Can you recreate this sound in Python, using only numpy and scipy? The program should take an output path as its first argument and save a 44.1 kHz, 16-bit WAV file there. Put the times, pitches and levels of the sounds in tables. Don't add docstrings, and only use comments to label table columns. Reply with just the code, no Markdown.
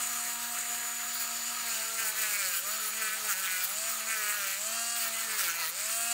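import sys
import numpy as np
from scipy import signal
from scipy.fft import rfft, irfft, next_fast_len
from scipy.io import wavfile
from scipy.ndimage import uniform_filter1d, map_coordinates

SR = 44100
rng = np.random.default_rng(int(sys.argv[2]) if len(sys.argv) > 2 else 0)


def put_to_file(sound):
    columns = np.atleast_2d(sound).T
    safe = np.clip(columns, -1, 1)
    whole_steps = np.round(safe * 32767)
    wavfile.write(sys.argv[1], SR, whole_steps.astype(np.int16))


def ratio(d):
    e = np.asarray(d, float) / 20
    return 10 ** e


N = 270319
TIME = np.arange(N) / SR
TICKS = np.arange(0, N / SR + .01, .002)


def unit(x):
    return x / np.sqrt(np.mean(x ** 2) + 1e-20)


def fine(control):
    return np.array([np.interp(TIME, TICKS, c) for c in np.atleast_2d(control)]).squeeze()


def wobble(rate):
    knots = rng.standard_normal(2000)
    return fine(map_coordinates(knots, [TICKS * rate], mode="wrap"))


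def filtered(x, response):
    m = next_fast_len(N + SR // 2)
    return irfft(rfft(x, m) * response(np.fft.rfftfreq(m, 1 / SR)), m)[..., :N]


def ringing(x, modes):
    def response(f):
        peaks = 0
        for k, (center, width, db) in enumerate(modes):
            damping = 1j * f * width
            peaks = peaks + (-1) ** k * ratio(db) * damping / (center ** 2 - f ** 2 + damping)
        low_side = (1j * f / (modes[0][0] + 1j * f)) ** 4
        high_side = 1 / (1 + 1j * f / modes[-1][0]) ** 2
        return peaks * low_side * high_side
    return unit(filtered(x, response))


def patchy(x, depth_db):
    z = signal.stft(x, nperseg=512)[2]
    field = uniform_filter1d(rng.standard_normal(z.shape), size=7, axis=0)
    field = uniform_filter1d(field, size=12, axis=1)
    return unit(signal.istft(z * ratio(depth_db * unit(field)), nperseg=512)[1][:N])


# start in seconds, drag on the shaft in Hz, pole hum in dB, twice-a-turn rub in dB.
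PRESSURE = [(0.0, -0.8, -62, -73), (1.16, 8.7, -59.7, -82.0), (1.25, -1.08, -63, -83),
            (1.65, 20.5, -63, -63.0), (1.8, 8.5, -61.5, -64), (2.01, 35.6, -59.7, -58),
            (2.08, 16.1, -62, -63), (2.22, 38.5, -55.5, -69), (2.39, 70.5, -60, -67), (2.5, 75, -60, -70),
            (2.59, -1.18, -57.5, -77.2), (2.78, 29.5, -64.8, -62), (2.9, 5.5, -63.9, -67.0),
            (3.0, 29, -63, -59.5), (3.1, 11.5, -64, -61), (3.2, 29.5, -62, -62), (3.29, 109, -68, -71.2),
            (3.34, 32, -60, -67.9), (3.41, 56.5, -65, -68), (3.62, 45, -62, -75), (3.67, 2.2, -61, -78.6),
            (3.75, 1.6, -56, -78), (3.92, 21.0, -59.5, -70), (4.02, 11.5, -61.5, -68),
            (4.13, 35.5, -60, -62), (4.25, 29, -60, -64), (4.37, 54, -59, -72.4), (4.47, 43.5, -59, -74),
            (4.55, -0.3, -56, -77.8), (4.65, -0.3, -53, -77.8), (4.98, 17.5, -58, -77),
            (5.09, 10.5, -61, -71), (5.27, 32.5, -67, -55), (5.34, 40, -67, -55), (5.39, 104.5, -58, -70.8),
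            (5.46, 86, -60, -60), (5.52, 58, -62, -64), (5.6, 105, -60, -64), (5.66, 58, -64, -72),
            (5.71, -1.8, -56, -77.6), (5.85, -1, -54.5, -77.6)]


def held(column):
    grip_s = .025
    starts, values = np.transpose(PRESSURE)[[0, column]]
    curve = values[0]
    for start, step in zip(starts[1:], np.diff(values)):
        curve = curve + step * np.clip((TICKS - start) / grip_s + .5, 0, 1)
    return curve


def lost_hz(lag_s=.12):
    keep, drag = np.exp(-TICKS[1] / lag_s), held(column=1)
    return drag[0] + signal.lfilter([1 - keep], [1, -keep], drag - drag[0])


def hum_db():
    return 8 + held(column=2) - 0.13 * lost_hz()


def whine_db():
    return 1.6 * (hum_db() + 47) - 48 - .1 * lost_hz()


def unload_db():
    return -.09 * np.maximum(lost_hz(lag_s=0.037) - held(column=1), 0)


# time in seconds, controller whistle in dB, motor hiss in dB,
# rattle toward the microphone in dB.
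TURNING = [(0, -41, -35.5, 2.5), (.46, -46, -37, -0.5), (.72, -41.5, -37.5, 2), (.78, -41.5, -38, -3),
           (1.55, -41.5, -38, -6.5), (1.7, -41, -36, 3), (2.3, -48, -36.5, 1.5), (2.7, -41.5, -37, -0.5),
           (3.3, -54, -36.5, 0), (3.85, -44.5, -37, 0.5), (4.1, -47, -36, 1.5), (4.3, -52, -37, 0),
           (4.65, -46.5, -37, 2), (4.9, -45.5, -39.5, -4), (5.2, -50, -37, 3), (5.5, -65, -35, -1),
           (5.8, -49, -37.5, 5), (6.13, -54, -37.5, 2.5)]


def aim(column):
    return np.interp(TICKS, *np.transpose(TURNING)[[0, column]])


def shaft_hum(turns):
    angle, lost = 2 * np.pi * turns, lost_hz()
    unbalance = -59 - np.minimum(0.2 * lost, 7.5)
    rub = 1 + held(column=3)
    brush = -58 - np.minimum(0.54 * lost_hz(lag_s=0.88), 6)
    orders_db = fine([unbalance, rub, hum_db(), brush])
    orders_db = orders_db + [1.7 * wobble(14), 3 * wobble(12), 2.64 * wobble(15), 4 * wobble(10)]
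    hum = sum(ratio(db) * np.sin((k + 1) * angle) for k, db in enumerate(orders_db))
    seventh_db = orders_db[3] - 4 + 3 * wobble(8)
    hum += ratio(seventh_db) * np.sin(7 * (angle + .05 * wobble(40)))
    cage_db = -74 - .4 * fine(lost) + 4 * wobble(7)
    return hum + ratio(cage_db) * np.sin(1.5 * angle + .6 * wobble(25))


WHINE_ORDERS = [5, 6, 7, 8, 11, 12, 13, 14, 16, 17, 20, 28, 30, 33, 35, 38]
WHINE_LEVELS = [-6, -6, -13, -9, -8, -2, -14, -6, -14, -14, -5, -9, -8, -6, -5, -7]


def commutator_whine(turns):
    angle = 2 * np.pi * turns
    effort_db = fine(whine_db()) + .5 * fine(aim(column=3))
    whine = np.zeros(N)
    for order, db in zip(WHINE_ORDERS, WHINE_LEVELS):
        level = ratio(effort_db + db + 1.6 * wobble(9))
        whine += level * np.sin(order * (angle + .011 * wobble(50)))
    return whine


def controller_whistle():
    phase = 2 * np.pi * 6982.6 * TIME + 0.092 * wobble(14)
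    db = fine(aim(column=1))
    whistle = ratio(db + 1.4 * wobble(20)) * np.sin(phase)
    return whistle + ratio(db - 18 + 3 * wobble(3)) * np.sin(2 * phase)


# frequency in Hz, density in dB per Hz.
HISS_COLOR = [(30, -15), (150, -19.5), (300, -23.5), (600, -15.5), (1000, -10.5), (1250, -15.5), (1800, -5),
              (3450, -13), (4200, -6), (5300, -14), (6900, -4.5), (8600, -22), (10000, -11.5),
              (15700, -7.5)]
# resonance in Hz, width in Hz, level in dB.
SHELL = [(1256, 91, 0)]
# time in seconds, share of the hiss taken out.
VENT_SHADE = [
    (0, .15),
    (.2, .4),
    (1.04, .45),
    (1.1, 0),
]


def motor_hiss(turns):
    f, db = np.transpose(HISS_COLOR)
    color = lambda hz: ratio(np.interp(np.log(hz + 1), np.log(f), db))
    hiss = unit(filtered(rng.standard_normal(N), color))
    hiss = hiss + ratio(-11 - .08 * fine(lost_hz())) * ringing(rng.standard_normal(N), SHELL)
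    shade = np.interp(TIME, *np.transpose(VENT_SHADE))
    hiss = hiss - shade * filtered(hiss, lambda hz: np.exp(-((hz - 5400) / 800) ** 2))
    throb = 1 + .12 * np.cos(2 * np.pi * turns)
    level = ratio(fine(aim(column=2)) + fine(unload_db()) + .8 * wobble(18))
    return level * patchy(throb * hiss, depth_db=1.5)


def motor(turns):
    tones = shaft_hum(turns) + commutator_whine(turns) + controller_whistle()
    return np.sqrt(2) * tones + motor_hiss(turns)


def blows(turns, scatter_db, jitter):
    whole = np.arange(1, int(turns[-1]))
    chance = rng.standard_normal((len(whole), 2))
    at = np.interp(whole + jitter * chance[:, 0], turns, np.arange(N))
    near = np.floor(at)[:, None] + np.arange(-7, 9)
    offset = near - at[:, None]
    click = np.sinc(offset) * np.cos(np.pi * offset / 16) ** 2
    force = ratio(scatter_db * chance[:, 1:])
    return np.bincount(np.clip(near, 0, N - 1).astype(int).ravel(), (force * click).ravel(), N)


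def grit(turns, sharp, spiky_db):
    touch = np.exp(sharp * (np.cos(2 * np.pi * turns) - 1))
    return touch * ratio(spiky_db * rng.standard_normal(N)) * rng.standard_normal(N)


# start in seconds, length in seconds, knock in dB,
# sizzle in dB, sharp over deep buzz in dB.
DRAWS = [(1.136, .02, -49, -36, 0), (1.201, 0.024, -45, -32.5, 2), (1.665, .11, -43.5, -42, 1),
         (1.8, .07, -45, -44, 4), (1.985, .04, -36, -40, 2), (2.047, .045, -37.5, -36.5, -2),
         (2.166, 0.14, -38.6, -37.5, 2.5), (2.319, 0.048, -36.5, -36, 1), (2.392, 0.064, -35.5, -36.9, 0.5),
         (2.471, 0.069, -40, -38.5, 1), (2.551, .04, -41.5, -33, -7), (2.657, 0.095, -45, -39, -2),
         (2.803, .09, -44, -37, -1), (2.93, 0.055, -45.5, -45, 0), (3.015, .12, -38, -43, -1),
         (3.246, 0.026, -38.5, -36.5, 1), (3.286, 0.052, -36, -34.5, 0), (3.361, 0.042, -36.5, -37.5, -3.5),
         (3.429, 0.034, -37, -37, -7), (3.476, .1, -37, -41, 5), (3.591, .03, -40.5, -43, 4),
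         (3.626, .02, -44.5, -30, 0), (3.675, .055, -53, -39, 0), (3.863, 0.079, -49, -39, 0),
         (3.972, 0.062, -46, -43, 4), (4.079, 0.073, -38.5, -49, 3), (4.158, 0.16, -37.8, -39.5, -2),
         (4.321, .12, -38.5, -38.5, -3), (4.465, .11, -40, -39.5, 2), (4.958, .12, -40.5, -34.5, 4),
         (5.141, 0.11, -45, -44.5, 5), (5.291, 0.067, -41, -41.5, 3), (5.384, 0.026, -35.5, -31, 3),
         (5.429, .075, -39, -36, 2), (5.539, 0.014, -37, -42.1, 1), (5.599, 0.061, -40, -41, 2),
         (5.659, .035, -44.5, -34, 3), (5.76, 0.077, -49, -48, 7), (5.879, .25, -50, -43, 4)]


def strokes(levels_db):
    attack_s, release_s = 0.016, .028
    power = 0
    for (s, length, *_), db in zip(DRAWS, levels_db):
        corners = [s - attack_s, s + attack_s / 2, s + length, s + length + release_s]
        power = power + ratio(2 * db) * np.interp(TICKS, corners, [0, 1, 1, 0]) ** 2
    return power


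# idle rattle in dB, its loss per Hz of lost speed in dB,
# share of knock against sizzle, stroke level in dB.
GROUP_LEVELS = [
    (-46.5, -0.04, 1, 0),
    (-50, -.04, 0.74, -8.5),
    (-40.5, 0.06, 0.7, -3),
    (-52, .05, 0.0072, -1),
]


def contact():
    knock, sizzle = np.transpose(DRAWS)[2:4]
    power = []
    for idle, loss, share, db in GROUP_LEVELS:
        rattle = ratio(2 * (idle - loss * lost_hz() + unload_db()))
        power.append(rattle + strokes(share * knock + (1 - share) * sizzle + db))
    power = np.array(power)
    power[1:3] += ratio(2 * (whine_db() + np.array([[2], [8.5]])))
    power[2] *= ratio(aim(column=3))
    return fine(np.sqrt(power))


# frequency in Hz, width in Hz, level in dB.
KNOCK_MODES = [(1285, 115, 5), (1480, 1080, -4), (2120, 1270, -1), (2360, 1680, 1.5)]
SCRAPE_MODES = [(2940, 130, -2), (4090, 350, -0.5), (4546, 420, 2.5), (5900, 1400, -3)]
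RASP_MODES = [(6900, 370, -3.5), (7690, 860, 1), (8200, 1500, -1.24)]
SIZZLE_MODES = [(10400, 1900, 2.5), (12500, 630, 5), (14660, 2600, 5.5), (16500, 1100, 5)]
# fast unevenness in dB of knock, scrape, rasp and sizzle.
UNEVENNESS = [.2, .4, 1.1, 1.6]


def bit(turns):
    levels = contact()
    buzzing = sum(ratio(2 * db + 4) for db in buzz_db())
    levels[0] = np.sqrt(np.maximum(levels[0] ** 2 - buzzing, .08 * levels[0] ** 2))
    struck_shares = [0.083, 0.45, 0.1, 0.2]
    groups = [KNOCK_MODES, SCRAPE_MODES, RASP_MODES, SIZZLE_MODES]
    chatter, flutter = wobble(22), wobble(95)
    strikes = blows(turns, scatter_db=2, jitter=0.004)
    sound = buzz(turns) + ringing_spells(turns)
    for level, share, modes, flutter_db in zip(levels, struck_shares, groups, UNEVENNESS):
        struck = ringing(strikes, modes)
        rubbed = patchy(ringing(grit(turns, sharp=0.17, spiky_db=6.5), modes), depth_db=1.66)
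        uneven = ratio(0.7 * chatter + 1.1 * wobble(30) + flutter_db * flutter)
        sound = sound + level * uneven * (np.sqrt(share) * struck + np.sqrt(1 - share) * rubbed)
    return sound


def buzz_db():
    knock, sizzle, sharp = np.transpose(DRAWS)[2:]
    level = knock - 3 - .45 * np.maximum(sizzle - knock + 2, 0)
    steady = ratio(-2 * .2 * np.maximum(held(column=1) - 100, 0))
    surge = ratio(2 * (whine_db() - 7))
    power = [steady * strokes(level - np.maximum(tilt, 0)) + surge for tilt in (sharp, -sharp)]
    return fine(10 * np.log10(power))


# frequency in Hz, width in Hz, level in dB.
DEEP_MODES = [(1320, 200, -1), (1620, 380, 0)]
SHARP_MODES = [(1950, 260, -2), (2400, 330, 0), (2900, 400, -16)]


def buzz(turns):
    hand = .007 * wobble(35)
    strikes = blows(np.sort(turns + hand), scatter_db=1.5, jitter=.004)
    deep_db, sharp_db = buzz_db() + 1.5 * wobble(28)
    deep = ratio(deep_db) * patchy(ringing(strikes, DEEP_MODES), depth_db=2)
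    return deep + ratio(sharp_db) * patchy(ringing(strikes, SHARP_MODES), depth_db=2.3)


# center in
# seconds, length in seconds, frequency in Hz, width in Hz, level in dB.
RINGING_SPELLS = [(.65, 0.072, 7600, 1500, -44), (1.17, .08, 4500, 600, -48), (1.4, 0.13, 4640, 500, -51),
                (1.74, 0.1, 4500, 700, -44.5), (2.45, 0.027, 4500, 900, -42),
                (2.548, 0.033, 4830, 500, -49), (2.72, 0.055, 4607, 600, -45.5),
                (2.854, 0.029, 11030, 698.5, -41), (3.305, .015, 1380, 251, -38.5),
                (3.31, .022, 6600, 1999, -34.5), (3.308, .025, 4200, 1500, -44),
                (3.44, 0.014, 7900, 900, -41), (3.46, 0.023, 3300, 600, -43.5),
                (3.635, .012, 4900, 350, -41), (3.709, 0.028, 10510, 1500, -43),
                (3.791, .035, 7600, 1500, -39.5), (3.803, .07, 4607, 900, -45),
                (4.62, 0.026, 7740, 499.6, -39), (5.02, 0.023, 4560, 1000, -41),
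                (4.93, .07, 8300, 1500, -42), (5.395, 0.0084, 1398, 300.2, -37),
                (5.4, .015, 5500, 1500, -37), (5.499, .012, 1520, 250, -38.5),
                (5.5, 0.024, 6260, 1200, -39), (5.63, 0.037, 4300, 600, -40.5),
                (5.63, 0.029, 10710, 701, -48), (5.8, 0.046, 4810, 1200, -46),
                (5.82, 0.039, 7400, 1200, -41), (5.98, .06, 8200, 1200, -42), (5.69, .01, 11000, 4000, -40),
                (3.3, .02, 850, 300, -52), (3.37, .05, 900, 350, -54), (3.26, .012, 680, 200, -52),
                (.35, .25, 11900, 350, -53), (.95, .12, 11900, 350, -55), (1.5, .1, 11900, 400, -56),
                (4.75, .08, 7600, 1200, -44), (5.45, .04, 4400, 1200, -45), (5.72, .03, 300, 200, -64),
                (5.62, .05, 900, 300, -54),
                (.2, .15, 1280, 150, -52),
    (3.315, .02, 2400, 900, -43),
    (5.33, .03, 4700, 700, -46),
    (5.39, .005, 7000, 3500, -37),
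    (5.67, .025, 15200, 900, -42),
    (5.93, .05, 8600, 500, -46),
    (6.07, .05, 8000, 1200, -43),
]


def ringing_spells(turns):
    push = unit(blows(turns, scatter_db=3, jitter=.006))
    push = push + 1.2 * unit(grit(turns, sharp=.8, spiky_db=4))
    sound = np.zeros(N)
    for s, length, hz, width_hz, db in RINGING_SPELLS:
        near = slice(max(int((s - 4 * length) * SR), 0), int((s + 4 * length) * SR))
        mode = signal.iirpeak(hz, hz / (1.5 * width_hz), SR)
        ring = unit(signal.lfilter(*mode, signal.lfilter(*mode, push[near])))
        sound[near] += ratio(db) * np.exp(-.5 * ((TIME[near] - s) / length) ** 2) * ring
    return sound


# start in seconds, length in seconds, multiple of the turn, level in dB.
SUNG_NOTES = [(1.66, .1, 7, -51), (1.89, .14, 6, -50), (1.99, .12, 8, -50), (2.17, .1, 9, -48),
              (2.18, .13, 8, -48), (2.19, .06, 12, -50), (2.33, .14, 8, -49), (2.37, .07, 12, -46),
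              (2.41, .06, 9, -48), (2.5, .08, 9, -47), (2.52, .06, 14, -50), (2.66, .05, 6, -46),
              (2.8, .1, 6, -49), (2.98, .11, 9, -48), (3.01, .12, 8, -47), (3.01, .12, 11, -48),
              (3.02, .11, 6, -48), (3.03, .12, 7, -45.5), (3.33, .09, 8, -49), (3.42, .06, 9, -48),
              (3.47, .16, 13, -47), (3.48, .09, 9, -48), (3.48, .13, 8, -45), (3.49, .09, 11, -46),
              (4.09, .08, 11, -46), (4.09, .29, 9, -48), (4.12, .24, 6, -48), (4.12, .31, 8, -47),
              (4.15, .28, 7, -46), (4.21, .11, 11, -48), (4.4, .15, 12, -50), (4.68, .12, 14, -53),
              (4.74, .23, 12, -50), (4.7, .22, 20, -50.5), (5.03, .06, 8, -48), (5.14, .07, 9, -48),
              (5.25, .16, 8, -48), (5.31, .06, 10, -49), (5.42, .14, 9, -47), (5.45, .06, 13, -47),
              (5.54, .06, 14, -48), (5.58, .05, 12, -47), (5.6, .06, 8, -47), (5.6, .06, 6, -53),
              (5.63, .05, 12, -48), (5.55, .1, 4, -58), (5.9, .12, 14, -54), (5.9, .12, 12, -52),
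              (6.03, .09, 11, -47), (6.08, .05, 12, -47)]


def sings(turns, tool):
    swell_s, lock_s = .03, .045
    sound = np.zeros(N)
    for s, length, multiple, db in SUNG_NOTES:
        end = s + length
        near = slice(int((s - swell_s) * SR), int((end + swell_s) * SR))
        corners = [s - swell_s, s + swell_s / 2, end - swell_s / 2, end + swell_s]
        swell = np.interp(TIME[near], corners, [0, 1, 1, 0])
        waver_db = 2 * np.sin(2 * np.pi * (rng.uniform(8, 22) * TIME[near] + rng.random()))
        spin = np.exp(2j * np.pi * multiple * turns[near])
        mixed = 2 * tool[near] / spin
        line = [1, 1j] @ uniform_filter1d([mixed.real, mixed.imag], size=int(lock_s * SR), axis=1)
        wanted = np.sqrt(2) * ratio(db + 2.3 + waver_db)
        sound[near] += swell * np.real((wanted / (abs(line) + 1e-9) - 1) * line * spin)
    return sound


def bench(x):
    t = np.arange(SR // 4) / SR
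    tail = rng.standard_normal(len(t)) * ratio(-60 * t / 0.1) * (t > .003)
    return x + ratio(-10) * signal.fftconvolve(x, tail / np.linalg.norm(tail))[:N]


def scene():
    free_hz = 235.94
    turns = np.cumsum(fine(free_hz - lost_hz())) / SR
    tool = motor(turns) + bench(bit(turns))
    return np.tile(tool + sings(turns, tool), (2, 1))


def top_cut(x):
    return signal.sosfilt(signal.butter(12, 17060, fs=SR, output="sos"), x)


def record(dry):
    microphone = lambda hz: (hz < 15720) * (1j * hz / (60 + 1j * hz)) ** 2
    return top_cut(filtered(dry, microphone))


dry = scene()
out = record(dry)
put_to_file(out)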